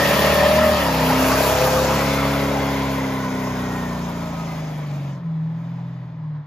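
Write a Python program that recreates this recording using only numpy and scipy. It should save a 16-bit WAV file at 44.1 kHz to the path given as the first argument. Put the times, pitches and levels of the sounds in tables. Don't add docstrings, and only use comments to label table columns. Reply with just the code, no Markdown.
import sys
import numpy as np
from scipy import signal
from scipy.fft import rfft, irfft, next_fast_len
from scipy.io import wavfile

SR = 44100
rng = np.random.default_rng(int(sys.argv[2]) if len(sys.argv) > 2 else 0)


def master_out(mix):
    frames = np.transpose(np.atleast_2d(mix))
    ceiling = np.clip(frames, -1, 1)
    pcm = np.round(ceiling * 32767).astype(np.int16)
    wavfile.write(sys.argv[1], SR, pcm)


N = 284886
TIME = np.arange(N) / SR
TURN_START_S, TURN_S = 1.55, 0.53
GRIP_S, GRIP_FADE_S = 4.56, 1.2


# centre_s, length_s, order, gain_db
ORDER_SWELLS = [(0.047, 0.27, 16, 7), (.08, .2, 15, -1), (0.099, 0.3, 2, -3), (0.129, 0.18, 18, 7.5),
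                (0.254, 0.28, 17, 10.5), (.3, .25, 12, 6), (.35, 0.84, 19, -18), (.35, 1, 20, -16),
                (0.41, 0.27, 15, 5.5), (.4, 0.25, 6, -11), (.5, 0.28, 10, -3), (0.55, 0.44, 16, 13.5),
                (.6, .35, 17, 0), (.67, 0.14, 15, 2), (.6, 0.33, 2, 2.5), (0.602, 0.49, 5, 7.5),
                (0.651, 0.16, 6, 2), (.7, .4, 14, -9), (.73, 0.25, 4, -9), (.85, .3, 12, -10),
                (0.882, 0.36, 13, -10), (1.024, 0.34, 5, 7), (1.22, 0.4, 8, 7), (1.296, 0.18, 3, 2),
                (1.45, .35, 5, -4), (1.45, 0.49, 9, 1), (1.47, 0.51, 18, 2), (1.57, 0.18, 19, 3.5),
                (1.547, 0.46, 19, 6.5), (1.62, 0.26, 6, -5), (1.673, 0.77, 8, -5.5), (1.733, 0.37, 15, 10),
                (1.801, 0.39, 7, 6.5), (1.9, 1, 17, -18), (1.92, 0.23, 10, 6), (2.1, .3, 9, -9),
                (2.4, 0.23, 18, 2), (2.499, 0.63, 12, 3), (2.7, 0.53, 19, 2), (2.903, .7, 6, -1.5),
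                (3.28, 0.53, 2, -7), (3.701, 0.23, 3, 4.5), (3.85, 0.55, 5, 4), (3.951, .8, 9, 5),
                (4.4, 0.41, 13, -13), (4.8, 0.57, 8, -5), (5.03, .3, 4, 5), (5.033, .3, 6, 1.5),
                (5.099, .35, 7, 6), (5.197, .1, 8, -5), (5.313, 0.24, 6, -8), (5.404, 0.49, 8, 11.5),
                (5.794, .34, 8, 5), (5.9, 0.34, 6, 2.5), (6.1, .55, 7, 4.5), (6.324, 0.34, 8, 7.5),
                (6.357, 0.38, 6, 0)]

def engine_order(cycle_phase, order, level_db, waver_db, scatter_turns=1):
    swell_db = sum(db * bump(s, length) for s, length, k, db in ORDER_SWELLS if round(k) == order)
    phase = order * cycle_phase + scatter_turns * rng.uniform(0, 2 * np.pi)
    return np.sqrt(2) * from_db(level_db + swell_db + waver_db * drift(7.1)) * np.sin(phase)


# frequency_hz, gain_db
SILENCER_RESPONSE = [(45, -21.5), (60, -2), (76, 1.5), (100, -11), (125, 4.5), (142, 9.5), (160, 8),
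                     (185, 6), (210, 2.5), (260, 12.5), (285, 10), (310, -2), (520, 0.2), (590, 7.5),
                     (680, -1.5)]

def strong_orders(cycle_phase, cycle_hz, orders, doubling_loss_db, waver_db, scatter_turns=1):
    behind = ramp(TURN_START_S, TURN_S)
    distance_db = doubling_loss_db * distance_doublings()
    out = 0
    for order, alongside_db, behind_db in orders:
        hz = round(order) * cycle_hz
        source_db = alongside_db + (behind_db - alongside_db) * behind
        grip_db = -16 * ramp(GRIP_S, GRIP_FADE_S) / (1 + (hz / 95) ** 20)
        level_db = source_db + at_hz(SILENCER_RESPONSE, hz) - distance_db + grip_db
        out += engine_order(cycle_phase, round(order), level_db, waver_db, scatter_turns)
    return out


# order, gain_db
BURBLE_ORDERS = [(3, -1), (9, -0.5), (10, 3), (11, -0.5), (12, 2.5), (13, 5), (14, 2.5), (21, -2.5),
                 (22, 1.5), (23, -6), (24, 4.5), (25, 2.5), (26, 1), (27, 0.5), (28, -0.5), (29, 6),
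                 (30, -6.5), (32, 2)]
# frequency_hz, gain_db
PIPE_RESPONSE = [(55, -4), (80, 1.5), (120, -1), (154, 22), (190, 1.5), (230, 1.5), (280, 3.5), (325, -3.5),
                 (360, -7), (410, 3), (490, -5.5), (600, 3), (740, -7), (1000, -6), (1300, -4)]

def weak_orders(cycle_phase, cycle_hz):
    burble_db = layer_db(-39, doubling_loss_db=3.9, spin_share=0.62) - 3 * ramp(GRIP_S, GRIP_FADE_S)
    out = 0
    for order, gain_db in BURBLE_ORDERS:
        hz = round(order) * cycle_hz
        sink_db = -6.5 * ramp(3.57, 1.15) * np.clip((hz - 279) / 70, 0, 1)
        level_db = burble_db + gain_db + at_hz(PIPE_RESPONSE, hz) + sink_db
        out += engine_order(cycle_phase, round(order), level_db, waver_db=1.7)
    return out


# order, alongside_db, behind_db
BOOM_ORDERS = [(2, -32, -31), (4, -38, -34), (5, -41.5, -41.5), (6, -37, -31), (7, -48.5, -47.5),
               (8, -40, -35.5)]
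# order, alongside_db, behind_db
BLARE_ORDERS = [(15, -31, -25.5), (16, -36, -30), (17, -39.5, -32), (18, -37.5, -37), (19, -34, -28.5),
                (20, -31.5, -44)]

def exhaust_tones(cycle_phase, cycle_hz):
    boom = strong_orders(cycle_phase, cycle_hz, BOOM_ORDERS, doubling_loss_db=2.5, waver_db=0.78)
    blare = strong_orders(cycle_phase, cycle_hz, BLARE_ORDERS, doubling_loss_db=10.5, waver_db=1.5,
                          scatter_turns=0.22)
    load = 1 - ramp(GRIP_S, GRIP_FADE_S)
    boom *= from_db(0.25 * load * drift(25))
    blare *= from_db(0.9 * drift(70))
    burble = weak_orders(cycle_phase, cycle_hz) * from_db(0.7 * load * drift(18))
    lift_off = from_db(-7.5 * ramp(6.4, 0.029))
    return (boom * pan(0.37) + blare * pan(1.1) + burble * pan(0.3)) * lift_off


def firing_puffs(cycle_phase, depth, lope):
    imbalance = np.cos(3 * cycle_phase) + np.cos(cycle_phase)
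    return unit_rms(np.exp(depth * np.cos(8 * cycle_phase) + lope * imbalance))


# frequency_hz, density_db
RUMBLE_SPECTRUM = [(25, -30), (45, -7.5), (70, -1.5), (130, 1), (200, -2), (250, -2), (320, -4), (400, -4),
                   (490, -2.5), (600, -0.5), (780, -13.5)]
# frequency_hz, density_db
RASP_SPECTRUM = [(450, -13.5), (600, 0.5), (720, -1), (820, 2), (900, 0), (1020, 2), (1140, -5), (1280, -4),
                 (1480, -10.5), (1900, -10), (2600, -24.5)]

def exhaust_noise(cycle_phase):
    ease_s = 0.95
    ease_db = -3 * bump(ease_s, 0.35)
    alongside_db = ramp(ease_s, TURN_S) - 1
    rumble_db = layer_db(-31, doubling_loss_db=4.3, spin_share=0.95) + ease_db + alongside_db
    rasp_db = layer_db(-24, doubling_loss_db=5.68, spin_share=0.41) - 3 * ramp(4.65, 0.3)
    rumble = from_db(rumble_db) * coloured_noise(RUMBLE_SPECTRUM, flicker_db=0.9, bands=3)
    rasp = from_db(rasp_db) * coloured_noise(RASP_SPECTRUM, flicker_db=1.5, bands=8)
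    return (rumble + rasp) * firing_puffs(cycle_phase, depth=0.091, lope=0.043)


# frequency_hz, density_db
SCRUB_NEAR_SPECTRUM = [(1000, -6), (1400, -12), (1600, 1), (2000, 0), (2500, 1.5), (2900, -1.5), (3500, -3),
                       (3850, -5.5), (4250, -4), (5000, -5), (5700, -13), (7000, -77)]
SCRUB_FAR_SPECTRUM = [(1000, -23.5), (1400, -2.5), (1650, -3), (2000, 0.5), (2350, 2.5), (2750, -5),
                      (3600, -3), (4150, -9), (4600, -8.5), (5200, -9.5), (5600, -24.5), (7000, -26.5)]
# frequency_hz, density_db
HISS_NEAR_SPECTRUM = [(4000, -22), (5300, 3.5), (5600, 0.5), (5900, 5), (6300, 2.5), (7200, 3.5),
                      (8000, 2.5), (9000, -10)]
HISS_FAR_SPECTRUM = [(4000, -19), (5050, -1), (5300, 7.5), (5550, -3.5), (5950, 5), (6400, 5.5), (7200, 2),
                     (9000, -4.5)]
# frequency_hz, density_db
SIZZLE_SPECTRUM = [(9000, 3), (10500, -0.5), (12300, -4), (13600, 2), (14500, -7.5), (15600, -12.5)]

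def tyre_friction(cycle_phase):
    far = ramp(1.9, 1.2)
    tearing_db = 1.5 * bump(0.2, 0.6) + 1.3 * bump(2.15, 0.45) + 1.3 * bump(2.8, 0.4)
    scrub_db = layer_db(-28.5, doubling_loss_db=6.9, spin_share=0.89) + tearing_db
    near_scrub = np.sqrt(1 - far) * coloured_noise(SCRUB_NEAR_SPECTRUM, flicker_db=1.33, bands=6)
    far_scrub = np.sqrt(far) * coloured_noise(SCRUB_FAR_SPECTRUM, flicker_db=0.53, bands=6)
    scrub = from_db(scrub_db) * (near_scrub + far_scrub)

    passing_db = 4.57 * bump(1.67, 0.97)
    bite_db = 5 * bump(5.15, 0.07)
    hiss_db = layer_db(-36.5, doubling_loss_db=6.77, spin_share=1.57) + passing_db + bite_db + 2.1 * far
    near_hiss = np.sqrt(1 - far) * coloured_noise(HISS_NEAR_SPECTRUM, flicker_db=1, bands=3)
    far_hiss = np.sqrt(far) * coloured_noise(HISS_FAR_SPECTRUM, flicker_db=1, bands=3)
    hiss = from_db(hiss_db) * (near_hiss + far_hiss)

    air_loss_db = 4.5 * ramp(4.8, 0.8)
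    sizzle_db = layer_db(-34, doubling_loss_db=8.76, spin_share=1.14) + 0.42 * passing_db - air_loss_db
    sizzle = from_db(sizzle_db) * coloured_noise(SIZZLE_SPECTRUM, flicker_db=1.5, bands=1)
    grit = from_db(0.59 * drift(400))
    return (scrub + hiss + sizzle) * grit * firing_puffs(cycle_phase, depth=0.056, lope=0.03)


# start_s, end_s, start_hz, end_hz, width_hz, level_db, fade_db_per_s
SQUEAL_BANDS = [(-.2, 1.3, 1850, 1820, 80, -23.5, 10.5), (-.2, 1.04, 1275, 1290, 70, -32, 2.5),
                (-.2, 1, 3250, 3150, 350, -30.5, 8.5), (0.999, 2.7, 1253, 1303, 150, -30.5, 4),
                (1.1, 4.4, 1558, 1390, 120, -31.5, 6), (1.8, 3.7, 2160, 1960, 150, -34, 5),
                (2.302, 4.6, 1035, 992, 60, -39, 1.5), (1.8, 2.6, 4240, 3790, 50, -47, 2),
                (1.9, 3.3, 3594, 3110, 50, -42, 8), (.75, 1.9, 920, 790, 130, -31, 2.5),
                (3.4, 4, 1560, 1347, 110, -41, 4), (4.15, 5, 850, 800, 60, -45.5, 10)]

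def tyre_squeals(edge_s=0.19):
    out = 0
    for start, end, start_hz, end_hz, width_hz, db, fade_db_per_s in SQUEAL_BANDS:
        hz = start_hz + (end_hz - start_hz) * ramp(start, end - start)
        phase = wandering_phase(hz, spread=0.00914, rate_hz=11.75)
        mid, side = (drift(width_hz) * np.cos(phase) + drift(width_hz) * np.sin(phase) for _ in range(2))
        level_db = db - fade_db_per_s * np.maximum(TIME - start, 0) + 1.43 * drift(17)
        sounding = ramp(start, edge_s) - ramp(end - edge_s, edge_s)
        out += sounding * from_db(level_db) * (mid + from_db(-11) * side * [[1], [-1]])
    return out * pan(0.76)


# centre_s, length_s, pitch_hz, level_db
SCUFF_YELPS = [(.44, .05, 1020, -22), (.63, .07, 1300, -24), (.64, .05, 1900, -24), (.88, .08, 950, -25),
               (1.03, .07, 935, -25), (1.1, .04, 1430, -26.5), (1.113, .04, 895, -18),
               (1.32, .09, 1150, -25), (1.66, .1, 820, -25), (1.78, .04, 1205, -23.5), (1.91, .1, 965, -27),
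               (2.02, .06, 1080, -27), (2.25, .05, 1205, -28), (2.57, .08, 818, -26), (2.85, .06, 990, -27),
               (3.26, .07, 1035, -29)]

def tyre_scuffs():
    out = 0
    for centre, length, hz, db in SCUFF_YELPS:
        phase = wandering_phase(hz, spread=0.06, rate_hz=151.7)
        out += from_db(db) * bump(centre, length) * np.sin(phase)
    return out


def tread_chirps(per_s, mean_length_s, low_hz, high_hz, sag_per_s=0.12):
    out = np.zeros((2, N + SR))
    for when, pitch, length, size, side in rng.random((int(per_s * N / SR), 5)):
        t = np.arange(int(mean_length_s * (0.5 + length) * SR)) / SR
        hz = low_hz + (high_hz - low_hz) * pitch
        level_db = -4.5 * np.log2(hz / low_hz) + 3 * (2 * size - 1)
        envelope = from_db(level_db) * np.sin(np.pi * t / t[-1])
        chirp = envelope * np.sin(2 * np.pi * hz * t * (1 - sag_per_s * t / 2))
        start = int(when * N)
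        out[:, start:start + len(t)] += chirp * pan(at_hz(STEREO_BALANCE, hz) + 6 * (2 * side - 1))
    return out[:, :N]


def tyre_tread():
    chirps = tread_chirps(per_s=110, mean_length_s=0.09, low_hz=2409, high_hz=5192)
    chirps *= from_db(layer_db(-40, doubling_loss_db=6.6, spin_share=0.82))
    chatter = tread_chirps(per_s=32, mean_length_s=0.04, low_hz=930, high_hz=1130)
    chatter *= from_db(layer_db(-26, doubling_loss_db=5.2, spin_share=0.5))
    return chirps + chatter * bump(3.4, 2.0)


# start_s, end_s, start_hz, end_hz, level_db
WHINE_GLIDES = [(3.08, 3.42, 1505, 1455, -45), (3.54, 4.02, 1925, 1780, -42.5),
                (4.15, 4.58, 1315, 1215, -43.5), (4.39, 4.47, 1265, 1245, -43),
                (4.45, 4.59, 2070, 2030, -47.5), (4.16, 4.42, 634, 618, -42)]

def tyre_whines():
    out = 0
    for start, end, start_hz, end_hz, db in WHINE_GLIDES:
        progress = ramp(start, end - start)
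        phase = wandering_phase(start_hz + (end_hz - start_hz) * progress, spread=0.002, rate_hz=53)
        envelope = np.sqrt(np.abs(np.sin(np.pi * progress))) * from_db(db + 2.5 * drift(27))
        out += np.sqrt(2) * envelope * np.sin(phase)
    return out


def driveline_hum(cycle_phase, order=5.45):
    envelope = from_db(-31 + 2 * drift(7.5)) * bump(0.35, 0.85)
    return np.sqrt(2) * envelope * np.sin(order * cycle_phase)


# frequency_hz, density_db
OUTDOOR_SPECTRUM = [(25, -12), (55, -4), (110, -7.5), (300, -14), (600, -8), (800, -13.5), (1000, -1),
                    (1250, -13.5), (1900, -13.5), (2600, -32), (3800, -28), (7000, -47.5)]

def open_air():
    return from_db(-54) * coloured_noise(OUTDOOR_SPECTRUM, flicker_db=2, bands=1)


# time_s, distance_m
CAR_PATH = [(0, 3.86), (1.6, 4.36), (2, 5.66), (2.5, 7.36), (3, 10.3), (4, 18.9), (5, 26.2), (6.46, 50)]

def distance_doublings():
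    metres = at_times(CAR_PATH)
    return np.log2(metres / metres.min())


# time_s, gain_db
WHEELSPIN_CURVE = [(.2, 1.5), (.9, -0.5), (1.3, 1), (3.2, -0.5), (3.55, 1.5), (4.55, 0.5), (4.75, -1),
                   (5.1, -3.5), (5.22, -13.5), (5.45, -12), (5.65, -8), (5.9, -9.5), (6.46, -17)]

def layer_db(base_db, doubling_loss_db, spin_share):
    return base_db - doubling_loss_db * distance_doublings() + spin_share * at_times(WHEELSPIN_CURVE)


# frequency_hz, left_minus_right_db
STEREO_BALANCE = [(120, -.5), (330, -.5), (600, 4), (900, -.5), (1800, -.7), (2300, 1), (2800, 5.5),
                  (3400, 2.7), (4300, .3), (5200, 3), (6000, 0), (7200, 2), (7800, 0)]
# frequency_hz, side_minus_mid_db
STEREO_WIDTH = [(60, -30), (130, -23), (260, -8.5), (400, -5), (800, -10.5), (1600, -5.5), (3400, -7),
                (5000, -3.5), (6400, -6.5), (7400, -16.5), (8300, -43), (9200, -31), (10500, -7),
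                (12300, -9), (14000, -43)]

def coloured_noise(spectrum, flicker_db, bands):
    hz = np.fft.rfftfreq(N, 1 / SR) + 1e-3
    colour = from_db(at_hz(spectrum, hz, left=-100, right=-100))
    mid, side = rfft(rng.standard_normal((2, N))) * unit_rms(colour)
    side *= from_db(at_hz(STEREO_WIDTH, hz))
    stereo = np.array([mid + side, mid - side]) * pan(at_hz(STEREO_BALANCE, hz))
    edges_hz = np.geomspace(spectrum[0][0], spectrum[-1][0], bands + 1)
    band = np.digitize(hz, edges_hz[1:-1])
    return sum(irfft(stereo * (band == k), N) * from_db(flicker_db * drift(13.8)) for k in range(bands))


def drift(rate_hz):
    hop, settling_steps = 40, 2000
    pole = np.exp(-2 * np.pi * rate_hz * hop / SR)
    white = rng.standard_normal(N // hop + settling_steps + 2)
    slow = signal.lfilter([1], [1, -2 * pole, pole * pole], white)[settling_steps:]
    return np.interp(np.arange(N) / hop, np.arange(len(slow)), unit_rms(slow))


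def wandering_phase(hz, spread, rate_hz):
    return 2 * np.pi * np.cumsum(hz * (1 + spread * drift(rate_hz))) / SR


def ramp(start_s, length_s):
    return np.clip((TIME - start_s) / length_s, 0, 1)


def bump(centre_s, length_s):
    return np.exp(-np.minimum((2 * (TIME - centre_s) / length_s) ** 2, 6) ** 2)


def at_times(curve):
    return np.interp(TIME, *np.transpose(curve))


def at_hz(points, hz, **ends):
    point_hz, value = np.transpose(points)
    return np.interp(np.log(hz), np.log(point_hz), value, **ends)


def pan(db):
    return from_db(np.array([[0.5], [-0.5]]) * db)


def from_db(db):
    return 10 ** (np.asarray(db) / 20)


def unit_rms(x):
    return x / np.sqrt(np.mean(x ** 2) + 1e-20)


# time_s, cycle_hz
ENGINE_SPEED = [(0, 35.4), (.4, 37.95), (.66, 39.1), (.75, 37.9), (.89, 33.0), (1.05, 31.9), (1.75, 34.55),
                (2.55, 34.6), (2.9, 33.8), (3.6, 31.4), (4.4, 27.65), (5.14, 22.8), (5.27, 20.5),
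                (5.39, 19.8), (5.75, 21.15), (6.07, 20.75), (6.27, 19.2), (6.46, 18.3)]

def scene():
    cycle_hz = at_times(ENGINE_SPEED)
    cycle_phase = wandering_phase(cycle_hz, spread=0.0017, rate_hz=23.4)
    whines = tyre_whines()
    exhaust = exhaust_tones(cycle_phase, cycle_hz) + exhaust_noise(cycle_phase)
    hum = driveline_hum(cycle_phase)
    tyres = tyre_friction(cycle_phase) + tyre_squeals() + tyre_scuffs() + tyre_tread() + whines
    return exhaust + tyres + hum + open_air()


# frequency_hz, alongside_rad, behind_rad
PORT_PHASE_LEAD = [(60, 0, 0), (150, .03, .08), (350, -.15, .2), (560, .5, .6), (750, .05, .75),
                   (1000, .05, .4), (1300, .05, .8), (1500, .7, .55), (1800, .1, .25), (2200, .3, .7),
                   (2600, .7, 1.15), (3400, 1.45, .7), (4100, -.3, 1), (4800, .7, 1.35), (5300, .7, 1.3),
                   (5800, -1.2, -1.6), (6700, -.65, -.4), (7700, -2.6, -2.9), (8200, -3.1, -3.13),
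                   (9100, -3.2, -3.16), (9700, -3.6, -3.6), (10500, -4.5, -4.5), (11600, -5.3, -5.3),
                   (12600, -6.3, -6.3)]

def spaced_ports(sound, settle_s=1.7):
    size = next_fast_len(N + SR)
    spectrum = rfft(sound, size)
    hz = np.fft.rfftfreq(size, 1 / SR) + 1e-3
    port_hz, *leads_rad = np.transpose(PORT_PHASE_LEAD)
    bearings = []
    for lead_rad in leads_rad:
        lead = at_hz(list(zip(port_hz, lead_rad)), hz)
        phase_shift = np.exp(np.array([[0.5j], [-0.5j]]) * lead)
        bearings.append(irfft(spectrum * phase_shift, size)[:, :N])
    alongside, behind = bearings
    return alongside + (behind - alongside) * ramp(TURN_START_S, settle_s)


def record(dry):
    cutoff_hz = 15600
    low_pass = signal.ellip(10, 0.1, 80, cutoff_hz, fs=SR, output="sos")
    return signal.sosfilt(low_pass, spaced_ports(dry))


dry = scene()
out = record(dry)
master_out(out)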